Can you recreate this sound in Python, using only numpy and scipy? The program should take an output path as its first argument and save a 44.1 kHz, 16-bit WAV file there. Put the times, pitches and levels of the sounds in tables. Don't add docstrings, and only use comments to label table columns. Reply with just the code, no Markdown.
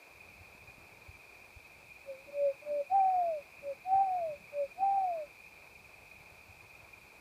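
import sys
import numpy as np
from scipy import signal
from scipy.fft import rfft, irfft, next_fast_len
from scipy.io import wavfile
from scipy.ndimage import uniform_filter1d

SR = 44100
rng = np.random.default_rng(int(sys.argv[2]) if len(sys.argv) > 2 else 0)


def generate_wav(sig):
    pcm = np.round(np.clip(np.atleast_2d(sig).T, -1, 1) * 32767).astype(np.int16)
    wavfile.write(sys.argv[1], SR, pcm)


def convert_level_to_amplitude(level_db):
    exponent = np.asarray(level_db, float) / 20
    return 10 ** exponent


N = 317685


def rms_one(x):
    return x / np.sqrt(np.mean(x ** 2) + 1e-20)


def coloured(spectrum):
    size = next_fast_len(N)
    hz, level_db = np.transpose(spectrum)
    log_hz = np.log(np.fft.rfftfreq(size, 1 / SR) + 1)
    gain = convert_level_to_amplitude(np.interp(log_hz, np.log(hz), level_db, left=-120, right=-120))
    return rms_one(irfft(rfft(rng.standard_normal(size)) * gain, size)[:N])


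def drift(rate_hz):
    pole = np.exp(-80 * np.pi * rate_hz / SR)
    noise = rng.standard_normal(N // 40 + 2002)
    slow = signal.lfilter([1], [1, -2 * pole, pole * pole], noise)[2000:]
    return np.interp(np.arange(N) / 40, np.arange(len(slow)), rms_one(slow))


def envelope(points):
    return np.interp(np.arange(N) / SR, *np.transpose(points))


def owl():
    # (loudest [s], swell [s], release [s], level [dB], pitch [Hz])
    short_notes = [
        (2.296, .032, 0.014, -49, 573),
        (2.455, .147, 0.079, -27.5, 568.6),
        (3.696, 0.084, 0.0488, -36, 563.8),
        (4.605, 0.092, .07, -31.5, 575.7),
    ]
    # (time [s], pitch [Hz], level [dB])
    shaped_notes = [
        [(2.05, 551, -70), (2.092, 554, -41), (2.115, 541, -41), (2.155, 521, -54), (2.25, 557, -65.5)],
        [(2.61, 591, -70), (2.63, 592, -50), (2.643, 598, -60.5), (2.667, 592, -43), (2.715, 586, -33),
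         (2.785, 580, -33), (2.812, 559.5, -31.5), (2.849, 570, -63)],
        [(2.888, 695, -79), (2.903, 734, -45.5), (2.922, 758, -29), (2.96, 794.5, -24), (3.038, 766, -27.5),
         (3.15, 737.5, -28.5), (3.293, 666, -32), (3.385, 580.4, -40), (3.426, 544, -62)],
        [(3.84, 677, -70), (3.862, 730, -41.5), (3.93, 773, -25.5), (4.018, 784, -25), (4.062, 768, -33),
         (4.172, 718, -33.5), (4.254, 651, -35), (4.335, 578, -41.5), (4.39, 576, -69)],
        [(4.755, 637, -68), (4.792, 745, -41.5), (4.831, 789, -27), (4.92, 791, -29.5), (5.011, 777, -29.5),
         (5.036, 755, -30.5), (5.09, 715, -34), (5.235, 588.6, -41), (5.28, 560, -71)],
    ]
    # (delay [s], level [dB])
    tree_echoes = [(.021, -36.5), (.047, -31.5), (.09, -45)]
    hoots = [short_hoot(*row) for row in short_notes] + shaped_notes
    hoots.sort(key=lambda hoot: hoot[0][0])
    voice, loudness = owl_voice(hoots)
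    direct = voice + chest_air(loudness)
    return direct + sum(convert_level_to_amplitude(db) * np.roll(direct, round(lag * SR)) for lag, db in tree_echoes)


def short_hoot(loudest, swell, release, level_db, hz, count=60):
    top_rounding = 1.2
    slide_hz_per_s, sag_hz = 37, 31.95
    s = np.linspace(loudest - swell, loudest + release, count)
    swelled = ((s - s[0]) / swell).clip(0, 1)
    rise = (np.sin(top_rounding * swelled) / np.sin(top_rounding)) ** 1.63
    spent = ((s - loudest) / release).clip(0, 1)
    fall = np.cos(np.pi / 2 * spent ** 1.43) ** 2
    pitch = hz - slide_hz_per_s * (s - loudest) - sag_hz * spent
    return np.transpose([s, pitch, level_db + 20 * np.log10(rise * fall + 1e-3)])


def owl_voice(hoots):
    # (frequency [Hz], level [dB per Hz])
    throat_colour = [(400, -20.5), (550, 1), (680, 6.5), (900, -11.5), (1200, -7.5), (1700, -11),
                     (2100, -14.5), (2800, -26.5)]
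    waver_hz, flutter_db, skirt_db, overtone_db, throat_db = 3.2, 1.0, -25, -60, -29.5
    t = np.arange(N) / SR
    s, hz, level_db = np.concatenate(hoots).T
    pitch = uniform_filter1d(np.interp(t, s, hz), size=880)
    strain = convert_level_to_amplitude(np.interp(pitch, [580, 700], [-9, 0]))
    sounding = sum((t >= hoot[0][0]) & (t <= hoot[-1][0]) for hoot in hoots).clip(0, 1)
    loudness = uniform_filter1d(convert_level_to_amplitude(np.interp(t, s, level_db)) * sounding, size=300)

    phase = 2 * np.pi * np.cumsum(pitch + waver_hz * strain * drift(25)) / SR
    flutter = convert_level_to_amplitude(flutter_db * strain ** 2 * drift(43))
    skirt = convert_level_to_amplitude(skirt_db) * strain * uniform_filter1d(drift(140), size=160)
    tone = (flutter + skirt) * np.sin(phase) + convert_level_to_amplitude(overtone_db) * np.sin(2 * phase)
    throat = convert_level_to_amplitude(throat_db) * strain * coloured(throat_colour)
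    return loudness * (np.sqrt(2) * tone + throat), loudness


def chest_air(loudness):
    # (frequency [Hz], level [dB per Hz])
    chest_colour = [(120, -33.5), (200, -6), (260, -1), (350, 4.5), (430, -4.5), (600, -22)]
    # (time [s], level [dB], half-length [s])
    full_rushes = [
        (2.297, -65.5, .04),
        (2.73, -63, 0.052),
        (3.65, -66, 0.03),
        (3.93, -65, 0.035),
        (4.803, -63.5, 0.037),
    ]
    t = np.arange(N) / SR
    steady = loudness.clip(0) ** 0.38 * convert_level_to_amplitude(-58 + 1.5 * drift(2.8))
    rushes = sum(convert_level_to_amplitude(db) * np.exp(-((t - at) / half) ** 2) for at, db, half in full_rushes)
    return (steady + rushes) * coloured(chest_colour)


def crickets():
    # (strokes per second [Hz], first stroke [s])
    near_beats = [(22.14, .027), (21.13, .025), (20.23, .033)]
    # (pitch [Hz], level [dB], share of the cycle sounding [0-1])
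    near_tones = [(2435, -65, .55), (2500, -67, .5), (2280, -70, .5)]
    # (frequency [Hz], level [dB per Hz])
    chorus_colour = [(1150, -49), (1950, -25), (2100, -4.5), (2290, -4.5), (2350, 4.5), (2480, 4.5),
                     (2580, 1.5), (2820, -16), (2900, -31.5), (3770, -50.5), (6380, -120)]
    # (time [s], level [dB])
    chorus_swell = [(0.0, -59.5), (1.2, -59.5), (2.4, -59.5), (3.07, -61), (3.55, -57.5), (3.9, -60.5),
                    (4.5, -58.5), (4.95, -61.5), (5.3, -59), (7.2, -60)]
    near = 0
    for (per_s, first_s), (hz, db, share) in zip(near_beats, near_tones):
        near = near + convert_level_to_amplitude(db) * cricket(per_s, first_s, hz, share)

    count = 20
    pitches = np.linspace(2080, 2720, count)
    rates, firsts = rng.uniform(19, 25, count), rng.uniform(0, .04, count)
    strengths = convert_level_to_amplitude(np.interp(pitches, *np.transpose(chorus_colour)))
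    crowd = sum(a * cricket(r, f, p, 0.5) for a, r, f, p in zip(strengths, rates, firsts, pitches))
    blur = coloured(chorus_colour)
    return convert_level_to_amplitude(envelope(chorus_swell) + 57.5) * (near + convert_level_to_amplitude(-60.5) * rms_one(crowd) + convert_level_to_amplitude(-61) * blur)


def cricket(per_s, first_s, hz, share, fall=0.028, uneven_db=3.0):
    cycles = (np.arange(N) / SR - first_s) * per_s + 1.5
    stroke = cycles.astype(int)
    within = (cycles - stroke - .5) / share
    start, strength = rng.random(200), rng.standard_normal(200)
    turns = hz / per_s * share * (within - fall * within ** 2 / 2) + start[stroke]
    shape = np.cos(np.pi * within.clip(-.5, .5)) ** 2
    return rms_one(shape * convert_level_to_amplitude(uneven_db * strength[stroke]) * np.sin(2 * np.pi * turns))


def loud_strokes(attack_s=0.0087, release_s=0.009):
    # (time [s], peak level [dB], pitch [Hz])
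    bright_strokes = [(0.207, -45, 2490), (0.3386, -54, 2514), (0.6809, -47, 2460), (1.1485, -48, 2350),
                      (1.6546, -49, 2530), (1.9144, -43.5, 2448), (1.9637, -44.5, 2414), (2.385, -53, 2540),
                      (2.595, -47, 2455), (2.8702, -44.5, 2445), (2.914, -47, 2483), (3.005, -44.5, 2393),
                      (3.1368, -50, 2450), (3.2744, -60, 2415), (3.8615, -48.5, 2478), (4.3116, -49, 2510),
                      (4.7163, -48, 2430), (4.8065, -50, 2480), (4.9854, -53.5, 2430), (5.397, -46.5, 2474),
                      (5.441, -45, 2416), (5.6136, -50, 2470), (5.7543, -49, 2430), (6.117, -48, 2470),
                      (6.5121, -58, 2440), (6.561, -54, 2550), (6.609, -45, 2440), (6.7017, -53, 2460),
                      (6.9346, -49.5, 2450)]
    t = np.arange(N) / SR
    out = np.zeros(N)
    for s, db, hz in bright_strokes:
        near = slice(round((s - .02) * SR), round((s + .05) * SR))
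        since = t[near] - s - .002
        shape = np.exp(-(since / np.where(since < 0, attack_s, release_s)) ** 2)
        out[near] += convert_level_to_amplitude(db - 2.5) * shape * np.sin(2 * np.pi * hz * t[near])
    return out


def far_traffic():
    # (frequency [Hz], level [dB per Hz])
    road_colour = [(130, -36.5), (220, -11.5), (274, -8), (344, -4.5), (629, -2.5), (783, -2.5),
                   (1050, -5.5), (1130, -7), (1950, -12.5), (2540, -40.5), (4290, -120)]
    # (time [s], level [dB])
    road_swell = [(0.0, -71), (0.7, -70.5), (1.7, -73), (2.6, -71.5), (4.4, -72), (5.4, -72.5),
                  (7.2, -71.5)]
    return convert_level_to_amplitude(envelope(road_swell) + 9.0 + 1.1 * drift(9.2)) * coloured(road_colour)


def breeze():
    # (frequency [Hz], level [dB per Hz])
    stir_colour = [(12, -38), (20, -13.5), (42, -3), (65, 3), (103, 1), (220, -4), (290, -43), (480, -120)]
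    # (time [s], level [dB])
    breeze_swell = [(0.0, -78), (0.2, -70.5), (0.7, -70.5), (1.6, -72.5), (3.6, -72.5), (4.35, -70),
                    (5.0, -73), (6.4, -69.5), (7.2, -71.5)]
    # (time [s], peak level [dB], frequency [Hz], half-length [s])
    air_puffs = [(0.322, -56, 104.0, 0.0061), (0.415, -48.5, 89, 0.011), (0.551, -52, 155, 0.0023),
                 (0.627, -60, 91.5, 0.014), (0.688, -52, 90, 0.0069), (0.783, -48.5, 156, 0.0021),
                 (0.929, -59, 98, 0.011), (1.094, -43, 82, 0.0085), (1.572, -45, 71.6, 0.0083),
                 (3.17, -57.5, 82, 0.0083), (3.956, -46.5, 99.0, 0.0057), (4.303, -55.0, 137.0, 0.012),
                 (4.442, -55, 98.0, 0.0047), (6.21, -53, 108, 0.0044), (6.324, -54, 89.0, 0.0058),
                 (6.503, -52.5, 91, 0.016), (6.574, -58, 82.0, 0.006), (6.637, -57, 101, 0.014),
                 (6.835, -52.5, 103.0, 0.0053)]
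    t = np.arange(N) / SR
    out = convert_level_to_amplitude(envelope(breeze_swell) + 3.0) * rms_one(convert_level_to_amplitude(2.2 * drift(12.0)) * coloured(stir_colour))
    for s, db, hz, half in air_puffs:
        since = t - s
        out += convert_level_to_amplitude(db) * np.exp(-(since / half) ** 2) * np.cos(2 * np.pi * hz * since)
    return out


def hiss():
    # (frequency [Hz], level [dB per Hz])
    hiss_colour = [(2500, -25), (2900, -5), (3400, -3.5), (4000, -1), (4800, -1), (5300, -6), (7000, -8),
                   (10000, -9), (15300, -10)]
    return convert_level_to_amplitude(-67.5) * coloured(hiss_colour)


def scene():
    mix = owl() + crickets() + loud_strokes() + far_traffic() + breeze() + hiss()
    return mix[None]


def low_pass(x):
    return signal.sosfilt(signal.butter(12, 15300, fs=SR, output="sos"), x)


def record(dry):
    return low_pass(dry)


dry = scene()
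out = record(dry)
generate_wav(out)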